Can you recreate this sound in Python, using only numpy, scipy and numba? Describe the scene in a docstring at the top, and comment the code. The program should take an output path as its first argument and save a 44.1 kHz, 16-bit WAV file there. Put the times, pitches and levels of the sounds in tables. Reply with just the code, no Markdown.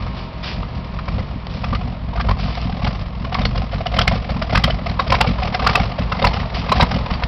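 """Cold V8 idling in snow

A cold V8 pickup lopes at idle while someone walks a small camera along its side, through snow, to the tailpipe.
Each firing thumps as a pressure swing that rings the pipe, and blows a whistling puff of noisy gas.
Strong firings spit: a gliding whistle and a crack of hiss, some loud enough to clip.
The warming exhaust shell ticks, boots crunch as grains of noise, and the engine bay whirs underneath."""
import sys
import numpy as np
from scipy import signal
from scipy.io import wavfile
from scipy.ndimage import uniform_filter1d
from numba import njit

SR = 44100
rng = np.random.default_rng(int(sys.argv[2]) if len(sys.argv) > 2 else 0)


def bounce(signal):
    """Save signal as a 16-bit WAV file at the path given by the first command-line argument."""
    frames = np.transpose(np.atleast_2d(signal))
    limited = np.clip(frames, -1, 1)
    pcm = np.round(limited * 32767).astype(np.int16)
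    wavfile.write(sys.argv[1], SR, pcm)


N = 320607


def undb(db):
    """Decibels to gain."""
    return 10 ** (np.asarray(db) / 20)


def unit(x):
    """Scale to rms 1."""
    return x / np.sqrt(np.mean(x ** 2))


@njit
def svf(x, hz, width):
    """State-variable band-pass, gain 1 at the centre."""
    y, band, low = np.empty(len(x)), 0., 0.
    g, damping = np.tan(np.pi * hz / SR), width / hz
    for i in range(len(x)):
        v = (band + g * (x[i] - low)) / (1 + g * (g + damping))
        band, low, y[i] = 2 * v - band, low + 2 * g * v, damping * v
    return y


def ring(x, modes):
    """Sum of resonances (center_hz, width_hz, level_db)."""
    return sum(undb(db) * svf(x, float(hz), float(width)) for hz, width, db in modes)


def add(track, at_s, sound):
    """Mix a short sound into a track."""
    i = max(int(at_s * SR), 0)
    sound = sound[:max(len(track) - i, 0)]
    track[i:i + len(sound)] += sound


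def swell(rise_s, fall_s):
    """An envelope that builds up, then dies away; top 1."""
    t = np.arange(int(8 * fall_s * SR)) / SR
    shape = (1 - np.exp(-t / rise_s)) ** 2 * np.exp(-t / fall_s)
    return shape / shape.max()


def curve(t, points):
    """Read a two-column table as straight lines between its points."""
    return np.interp(t, *np.transpose(points))


DIP_HZ, DIP_WIDTH_HZ, DIP_SHARE = 1535, 370, 0.42


def dip(x):
    """Sound bouncing off ground and bodywork partly cancels in one band."""
    return x - DIP_SHARE * svf(x, float(DIP_HZ), float(DIP_WIDTH_HZ))


# surges of the cold idle, as the engine catches: peak_s, thump_rise_db, puff_rise_db
SURGE_TABLE = [(0.051, 5.5, 3.5), (0.599, 3, 0.5), (1.172, 5, 6.5), (1.737, 6.5, 8), (2.3, 5.5, 3.5),
               (2.874, 2.5, 3.5), (3.451, 7.5, 3), (4.038, 3.5, 1.5), (4.599, 4, 0.5), (5.17, 4.5, 2.5),
               (5.741, 3, 9.5), (6.269, 7.5, 7.5), (6.828, 4, 8), (7.39, -18, -8)]
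FIRST_LOPE_S, SURGE_SHARPNESS = 0.42, 2.5  # length of the lope before the first surge; exponent


def lope(t):
    """Count of lopes at time t: whole numbers fall on the surges."""
    peak_s = np.array(SURGE_TABLE)[:, 0]
    return np.interp(t, np.r_[peak_s[0] - FIRST_LOPE_S, peak_s], np.arange(-1, len(peak_s)))


def surge(t):
    """Strength of the engine's catch: 1 at a surge, 0 halfway between two."""
    return np.abs(np.cos(np.pi * lope(t))) ** SURGE_SHARPNESS


# base levels between surges, broadly rising toward the tailpipe: time_s, thump_db, puff_db
LULL_LEVELS = [(0, -28.5, -40.5), (.8, -25, -40), (1.45, -25, -44), (2, -24.5, -45.5), (2.6, -22, -35),
               (3.15, -23.5, -40), (3.7, -23.5, -35.5), (4.3, -23, -32.5), (4.9, -21.5, -33.5),
               (5.45, -21.5, -30.5), (6, -24.5, -36), (6.5, -23.5, -33.5), (7.27, -20, -34.5)]
CYCLE_S = .1879  # one round of about eight firings


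def load_db(t, column, throb_db, lag_s):
    """Lull level plus the nearest surge, and a throb each round as some cylinders fire harder."""
    nearest = np.round(lope(t)).astype(int).clip(0)
    rise_db = np.array(SURGE_TABLE)[nearest, column]
    lull = np.array(LULL_LEVELS)
    lull_db = np.interp(t, lull[:, 0], lull[:, column])
    throb = np.cos(2 * np.pi * (t - lag_s) / CYCLE_S)
    return lull_db + rise_db * surge(t) + throb_db * throb


IDLE_FIRING_HZ, SURGE_GAIN_HZ, SPEED_LAG_S = 42.1, 6.5, .03


def firings(t):
    """Each surge speeds the engine up; ordinary firings fill the gaps between spits, a little early or late."""
    due = np.cumsum(IDLE_FIRING_HZ + SURGE_GAIN_HZ * surge(t - SPEED_LAG_S)) / SR
    spit_s = np.array(SPIT_TABLE)[:, 0]
    marks = np.interp(np.r_[.01, spit_s + .005, t[-1]], t, due)
    # a whole number of firings, at least one, between neighbouring marks
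    number = np.r_[0, np.cumsum(np.round(np.diff(marks)).clip(1))]
    even_due = np.interp(np.arange(number[-1] + 1), number, marks)
    even_s = np.interp(even_due, due, t)
    return even_s + 0.000668 * rng.standard_normal(N // 500)[:len(even_s)]


# exhaust pipe and muffler resonances, relative levels: center_hz, width_hz, level_db
PIPE_MODES = [(56.4, 7.9, 13), (91, 26, -3.5), (124.2, 16, -5), (178.8, 28, 3), (196.4, 16, 7.5),
              (239.6, 40, 12.5)]
# which of the two unevenly firing banks feeds each firing in a round: far_pipe (1 = far, 0 = near)
BANK_ORDER = [0, 1, 1, 0, 1, 0, 0, 1]
FAR_LAG_S, MUFFLER_HZ = 0.0052, 349
QUICKEN_S = .012  # the swing after a drop quickens: its phase has doubled by this time
REBOUND_SPAN, REBOUND_SPREAD = 2.41, .2  # decay of the swing in drop widths; its random spread (log)


def thumps(fire_s):
    """Each gas slug is a pressure rise and a steep drop that swings back and rings the pipe; turbulence rumbles."""
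    chance = rng.standard_normal((N // 500, 5))[:len(fire_s)]
    far = np.resize(BANK_ORDER, len(fire_s))
    size_db = 1.3 * chance[:, 0]
    late_s = FAR_LAG_S * far + 0.0012 * chance[:, 1]
    # a firing that spits takes its thump size and timing from the spit
    for s, _, _, crack_ms, *_, thump_db in SPIT_TABLE:
        k = np.argmin(np.abs(fire_s - s - .005))
        size_db[k] = thump_db
        late_s[k] = s + crack_ms / 1000 + .004 - fire_s[k]
    slugs, t = np.zeros(N), np.arange(-600, 600) / SR  # 0 = the middle of the drop
    for s, db, (rise, drop, swing) in zip(fire_s + late_s, size_db, chance[:, 2:]):
        width_s = np.where(t < 0, 0.0028 * np.exp(0.26 * rise), 0.002 * np.exp(0.12 * drop))
        span = np.where(t < 0, 1.3, REBOUND_SPAN * np.exp(REBOUND_SPREAD * swing))
        level = undb(db + np.where(t < 0, 2.5 - 1.0 * rise, 0))
        wave = np.sin(t / width_s * (1 + t.clip(0) / QUICKEN_S))
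        fade = np.exp(-(t / width_s / span) ** 2 / 2)
        add(slugs, s + t[0], -level * wave * fade)
    rumble = ring(rng.standard_normal(N), [(28.2, 9.9, 2.0), (58.7, 15, -4.5), (103.0, 65.0, -1.0)])
    pipe = unit(undb(-1) * slugs + ring(slugs, PIPE_MODES)) + undb(-11) * unit(rumble)
    # the muffler passes only the lows
    muffler = signal.butter(5, MUFFLER_HZ, fs=SR, output="sos")
    return unit(signal.sosfiltfilt(muffler, pipe))


CRACK_RISE_S, CRACK_FALL_S, TRAIL_S, TRAIL_DB = 0.0021, 0.0033, 0.015, -5
SHRILL_WIDTH_HZ, SHRILL_DB = 56, -4.5
RING_DB, RING_S = -18.5, 0.041  # the whistle rings on after a spit
RAGGED_DB = 2.5  # random spread of the crack's millisecond grains


def jet(hz, crack_ms, hiss_db, shrill_hz, air, body, chance):
    """One spit: an unsteady whistle that glides as the jet forms, a rough body, and a crack of partly shrill hiss."""
    t = np.arange(SR // 14) / SR
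    shape = (t / .010 * np.exp(1 - t / .010)) ** 4
    wobble = uniform_filter1d(chance[:len(t)], size=40)
    pitch_hz = hz + (660 - hz) * np.exp(-(t / 0.006865) ** 2)  # from 660 Hz to its own pitch
    whistle = np.sin(2 * np.pi * np.cumsum(pitch_hz * (1 + 0.55 * wobble)) / SR)
    since = t - .008 - crack_ms / 1000
    crack = np.exp(-(since / np.where(since < 0, CRACK_RISE_S, CRACK_FALL_S)) ** 2 / 2)
    trail = undb(TRAIL_DB) * np.exp(-np.abs(since) / np.where(since < 0, CRACK_RISE_S, TRAIL_S))
    shrill = unit(svf(chance[:len(t)], float(shrill_hz), float(SHRILL_WIDTH_HZ)))
    hiss = air[:len(t)] + undb(SHRILL_DB) * shrill
    grains = np.repeat(chance[len(t):len(t) + 80], repeats=44)[:len(t)]
    ragged = undb(RAGGED_DB * grains)
    ring_on = undb(RING_DB) * (1 - np.exp(-(t / .014) ** 4)) * np.exp(-(t - .012) / RING_S)
    tone = (shape + ring_on) * whistle / 2
    rough = undb(-10.0) * shape * body[:len(t)]
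    return tone + rough + undb(hiss_db - 7.5) * (crack + trail) * ragged * hiss


# strong firings that spit; each spit begins 8 ms before time_s, its crack comes crack_ms after time_s, and
# levels are relative: # time_s, level_db, whistle_hz, crack_ms, hiss_db, shrill_hz, thump_db
SPIT_TABLE = [(0.066, -23, 1206, 12, -12, 2200, 4.5), (1.081, -17.5, 1230, 4.5, -10, 2350.0, 4),
              (1.185, -20, 506, 9, -10, 2080, 2), (1.64, -15.5, 1246, 4, -5.5, 2516, 3.5),
              (1.73, -13.0, 1220, 2, -22, 2020.0, -2.5), (1.752, -17, 1247, -0.5, -3.5, 2070, 1),
              (2.158, -22.5, 680, 4.5, -4, 1520, -0.5), (2.176, -19.5, 1240, 5, -21, 2390.0, 8.5),
              (2.2, -11.5, 1160, 11, -10, 1650, -5), (2.246, -24, 530, 5.5, -27, 1660.0, -1),
              (2.289, -11, 1026, 1.5, -8.5, 1510.0, 1), (2.31, -12.5, 1106, 1.5, -9, 1780, 7),
              (2.721, -26, 800, 4.5, -4, 1560, 4.5), (2.797, -30, 660, 5.5, -10.5, 2050.0, -1),
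              (2.823, -28, 690, 8, 1, 2250, 5), (2.848, -19, 870, 0, 0.5, 3030, -2.5),
              (2.87, -15.5, 1220, 6, -4.5, 4680, 7.5), (3.247, -18.5, 1140, 1, -6, 2990.0, 0.5),
              (3.322, -16.5, 747, 6, -7, 2880, 0.5), (3.35, -11, 1130, -4.5, -4, 2240, -7.5),
              (3.388, -17, 753, 4, -3.5, 1810, -1.0), (3.411, -17.5, 640, 6.5, -4, 3620, -4),
              (3.453, -15.5, 465, 1, 3.5, 4400, 0.5), (3.553, -17, 700, 7, -6.5, 3270, 3.5),
              (3.577, -19.5, 506, 2, -1.5, 2910, 0.5), (3.718, -35, 714, 5, 6, 3100, -5.5),
              (3.734, -18, 653, 10.5, -7, 1910, 7.5), (3.86, -12.5, 658, 7.5, -6.5, 2950, 1),
              (3.94, -17.5, 717, 3, -0.5, 2070, 0.5), (3.966, -14, 620, 2.5, -8, 3080.0, 1),
              (3.988, -8, 1337, 3, 0.5, 3040, 4), (4.011, -11, 712, 5.5, -1, 3260, 6.5),
              (4.076, -12.5, 775, 3, 5, 2160, 10.5), (4.115, -11, 684, 7.5, -8.5, 1970, 7.5),
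              (4.136, -20.5, 730, 10.5, -5, 2110.0, -1.5), (4.295, -15, 738, 10, -10.0, 2220.0, 6.5),
              (4.419, -14, 650, 4.5, -1.5, 1460, 7.5), (4.498, -20, 726, 8, -0.5, 2090, -6),
              (4.529, -12, 636, 4, -9, 3070, 4), (4.551, -7, 1223, 3.5, 0, 1610, 1),
              (4.575, -12, 1280, -1, -1, 2040, 8), (4.64, -14, 1100, 1, 9.5, 3160, 8.5),
              (4.679, -12.5, 650, 11, -29, 2800.0, 4.5), (4.701, -14, 640, 4.5, -3.5, 3020, -8),
              (4.864, -15, 703, 4.5, -9, 2070, 3.5), (4.891, -25.5, 710, 6, 2, 3950, 6),
              (4.995, -5, 1173, 4.5, -10.5, 3770, -3), (5.069, -22.5, 653, 9, -1, 4740, 0),
              (5.1, -17.5, 530, 4.5, 1, 2210, 4), (5.123, -3.5, 1020, 1.5, -5.5, 2220, -4.5),
              (5.143, -9, 1004, 7, -3, 2230, 5), (5.21, -4, 898, 0.5, -1.5, 2834, 5.5),
              (5.246, -11.5, 814, 14.5, -33, 2550, -23), (5.268, -15, 500, 6, -0.5, 2290, 4),
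              (5.387, -19, 1000, 0.5, -31, 2180, 5.5), (5.423, -12.5, 747, 9.5, -4.5, 2490, 6.5),
              (5.451, -19.0, 530, 5, -5, 2240, 0.5), (5.529, -19.5, 1020, 11.5, -6, 2220, -6.5),
              (5.547, -10.5, 738, 1, -2, 1640, 3), (5.623, -12.5, 783, 5.5, -21, 2740, 2.5),
              (5.668, -3, 1410, 3, -5.5, 1700, 1.5), (5.693, -9.5, 1215, 4, -8, 2240, 5.5),
              (5.755, -5.5, 1198, 1, -3.5, 2615, 3), (5.797, -12.5, 806, 3, -9, 2160, 9.5),
              (5.986, -13.5, 620, 7.5, -10, 1930, 9), (6.014, -22.5, 1110, 7.5, -4, 2600, 8.5),
              (6.121, -10, 1295, 2, -6, 1420, 6), (6.149, -19, 980, 10, -29, 4220.0, -11),
              (6.193, -16.5, 740, 5.5, -5.5, 2130.0, -6), (6.222, -10, 543, 3, -8, 3680, -3),
              (6.244, -3, 991, 5, -8, 2664, 3), (6.267, -9.5, 854, 4.5, -3, 4320, 4.5),
              (6.314, -19, 930, -6.5, -16, 2110.0, -1.5), (6.336, -33.5, 694, 3.5, 10, 2970.0, -2),
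              (6.355, -38, 690, 8, 7, 2500.0, -2.5), (6.369, -15, 840, 4, -13, 2110.0, 1),
              (6.393, -26.5, 730, 9, 2.5, 2370, 0), (6.548, -31, 644, -1.5, -7, 2600, 5),
              (6.689, -17.5, 1105, 6, -0.5, 2575, 7.5), (6.72, -2.5, 1150, 2, -9.5, 3990, 0.5),
              (6.76, -18.5, 790, 7.5, -1, 1700, 3.5), (6.8, -4, 1008, 10.5, -2.5, 3856, -1.5),
              (6.826, -2.5, 1004, -2.3, -12.5, 2160, 12), (6.914, -17, 804, 3, -3, 1480, 3),
              (6.942, -26, 680, 2.5, 6, 2930, 3.5), (7.063, -18, 1045, -1.5, -10, 2500, -3),
              (7.106, -14.5, 1083, 5, -8, 2970, 8.5), (7.128, -31, 710, 10.5, 11, 4600, 1.5),
              (7.225, -15, 983, 11.5, -3.5, 1510, 14)]
# tailpipe mouth resonances as the gas rings it, relative levels: center_hz, width_hz, level_db
MOUTH_MODES = [(543, 178, 8.5), (741, 140, 6.5), (1046, 52, 7.5), (1181, 120, 5.5), (2032, 97, -6.5),
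               (3130, 16, -10.5), (2120, 2720, -4.5), (4550, 1000, -22), (5100, 790, -8.5)]
# whistle of ordinary firings against their noise, as the camera turns to the tailpipe: time_s, level_db
FACING_CURVE = [(0, -29), (2, 5), (3.298, 0.5), (7.27, -3.5)]


def gas(fire_s, puff_db):
    """Every firing blows a noisy, softly whistling puff through the mouth; strong ones spit, and the mouth rings on."""
    gate, soft, chance = np.full(N, .22), np.zeros(N), rng.standard_normal((N // 500, 3))
    noise = rng.standard_normal((3, N + SR))  # air, body, raw chance
    noise[:2] = unit(ring(noise[0], MOUTH_MODES[4:])), unit(ring(noise[1], MOUTH_MODES[:5]))
    puff = swell(.005, .007)
    for s, (size, loud, pitch) in zip(fire_s, chance):
        add(gate, s - .012, undb(4.0 * size) * puff)
        whistle_hz = (1090 if pitch > .6 else 700) * np.exp(.06 * size)
        shrill_hz = 2600 * np.exp(0.17 * size)
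        soft_jet = jet(whistle_hz, 2.7, -15.0, shrill_hz, *noise[:, int(s * SR):])
        add(soft, s - .015, undb(5.6 * loud) * soft_jet)
    # condensed water spatters in the gas
    spatter = np.repeat(rng.exponential(size=N // 90 + 1).clip(0, 3), repeats=90)[:N]
    rush = ring(gate * undb(2.0 * spatter) * rng.standard_normal(N), MOUTH_MODES)
    facing = undb(curve(np.arange(N) / SR, FACING_CURVE))
    puffs = undb(puff_db) * (unit(rush) + facing * unit(soft))
    spits = np.zeros(N)
    for s, db, *voice, _ in SPIT_TABLE:
        add(spits, s - .008, undb(db) * jet(*voice, *noise[:, int(s * SR):]))
    tail = ring(spits, [(hz, width / 5, db) for hz, width, db in MOUTH_MODES[:6]])
    mouth = dip(puffs) + spits + undb(-16.0) * tail
    # the narrow mouth radiates little of this in the bass
    return signal.sosfilt(signal.butter(3, 370, "high", fs=SR, output="sos"), mouth)


# ticks of warming metal: start_s, level_db, ring_s (decay time constant)
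TICK_TABLE = [(0.63, -26.5, 0.0051), (.988, -24.5, 0.0093), (1.468, -17.5, 0.0016)]


def ticks():
    """Sudden cracks of the warming exhaust shell: short bursts of resonant noise."""
    out = np.zeros(N)
    noise = unit(ring(rng.standard_normal(SR), [(1130, 410, 7), (2970, 7600, -21)]))
    for s, db, ring_s in TICK_TABLE:
        shape = swell(.0004, ring_s)
        grain = noise[int(s * 9000):][:len(shape)]  # another stretch of noise for each tick
        add(out, s, undb(db) * shape * grain)
    return out


# boots in snow, level before the sag: start_s, length_s, level_db
STEP_TABLE = [(0.163, 0.079, -34.5), (0.425, 0.097, -23), (1.487, 0.16, -36.5), (2.377, 0.27, -30.5),
              (6.536, 0.056, -23)]
STEP_ATTACK_S, STEP_SAG_DB, STEP_RELEASE_S = 0.015, -5.5, 0.034


def boots():
    """Snow crystals break in dense grains while the sole presses down."""
    hiss = rng.standard_normal(N)
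    strength = np.repeat(rng.exponential(size=N // 60 + 1), 60)[:N]
    grains = hiss * undb(2.4 * strength)
    crunch = unit(ring(grains, [(1100, 2500, -0.82), (2700, 2100, -0.72), (4900, 1200, -1.17)]))
    t, press = np.arange(N) / SR, np.zeros(N)
    for s, length_s, db in STEP_TABLE:
        level = undb(db + STEP_SAG_DB * ((t - s) / length_s).clip(0, 1))
        attack = ((t - s) / STEP_ATTACK_S).clip(0, 1)
        press += level * attack * np.exp(-(t - s - length_s).clip(0) / STEP_RELEASE_S)
    return press * crunch


# engine bay resonances, relative levels, the growl first: center_hz, width_hz, level_db
BAY_MODES = [(298, 450, 14.5), (600, 280, 19.5), (910, 270, 20), (1140, 150, 8), (2100, 200, -6),
             (4200, 2000, -38.5)]
# level of the whir: time_s, level_db
BAY_CURVE = [(0, -39), (1.5, -40), (3.2, -41.5), (5, -35), (7.27, -30.5)]
# accessory whines, nominal pitch and level at the start: pitch_hz, level_db
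WHINE_TABLE = [(646.0, -43), (947.5, -44), (1075, -44), (2331, -57.5)]


def engine_bay(t):
    """Fan, belts and valve gear blur into a broad whir, whose growl and whines fade as the camera walks off."""
    air = rng.standard_normal(N)
    growl = undb(12 - 1.8 * t) * ring(air, BAY_MODES[:1])
    whir = undb(curve(t, BAY_CURVE)) * unit(dip(growl + ring(air, BAY_MODES[1:])))
    drift = 1 + 0.2 * uniform_filter1d(rng.standard_normal(N), size=1500)
    seconds = np.cumsum(drift) / SR  # time that runs a little unevenly
    whine = sum(undb(db) * np.sin(2 * np.pi * hz * seconds) for hz, db in WHINE_TABLE)
    return whir + whine * undb(-2.5 * t)


def scene():
    """Exhaust thumps and gas, ticks, boots and the engine bay."""
    t = np.arange(N) / SR
    fire_s = firings(t)
    thump_db = load_db(t, column=1, throb_db=2.5, lag_s=0.029)
    puff_db = load_db(t, column=2, throb_db=2, lag_s=0.019)
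    exhaust = undb(thump_db) * thumps(fire_s) + gas(fire_s, puff_db)
    return (exhaust + ticks() + boots() + engine_bay(t))[None]


CAMERA_HZ, TOP_HZ = 5000, 15900
CLIP, KNEE = .71, .6  # ceiling and start of bending, full scale 1


def record(dry):
    """The camera keeps only a narrow band; the loudest peaks then bend over and clip, which splashes treble above it."""
    narrow = signal.sosfilt(signal.butter(10, CAMERA_HZ, fs=SR, output="sos"), dry)
    narrow = signal.sosfilt(signal.ellip(9, .5, 85, 5850, fs=SR, output="sos"), narrow)
    narrow = signal.sosfilt(signal.butter(2, 20, "high", fs=SR, output="sos"), narrow)
    over = (np.abs(narrow) - KNEE).clip(0) / (CLIP - KNEE)
    kept = over / (1 + over ** 4) ** .25  # levels off at 1
    bent = narrow - np.sign(narrow) * (CLIP - KNEE) * (over - kept)
    return signal.sosfilt(signal.ellip(10, .2, 80, TOP_HZ, fs=SR, output="sos"), bent)


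dry = scene()
out = record(dry)
bounce(out)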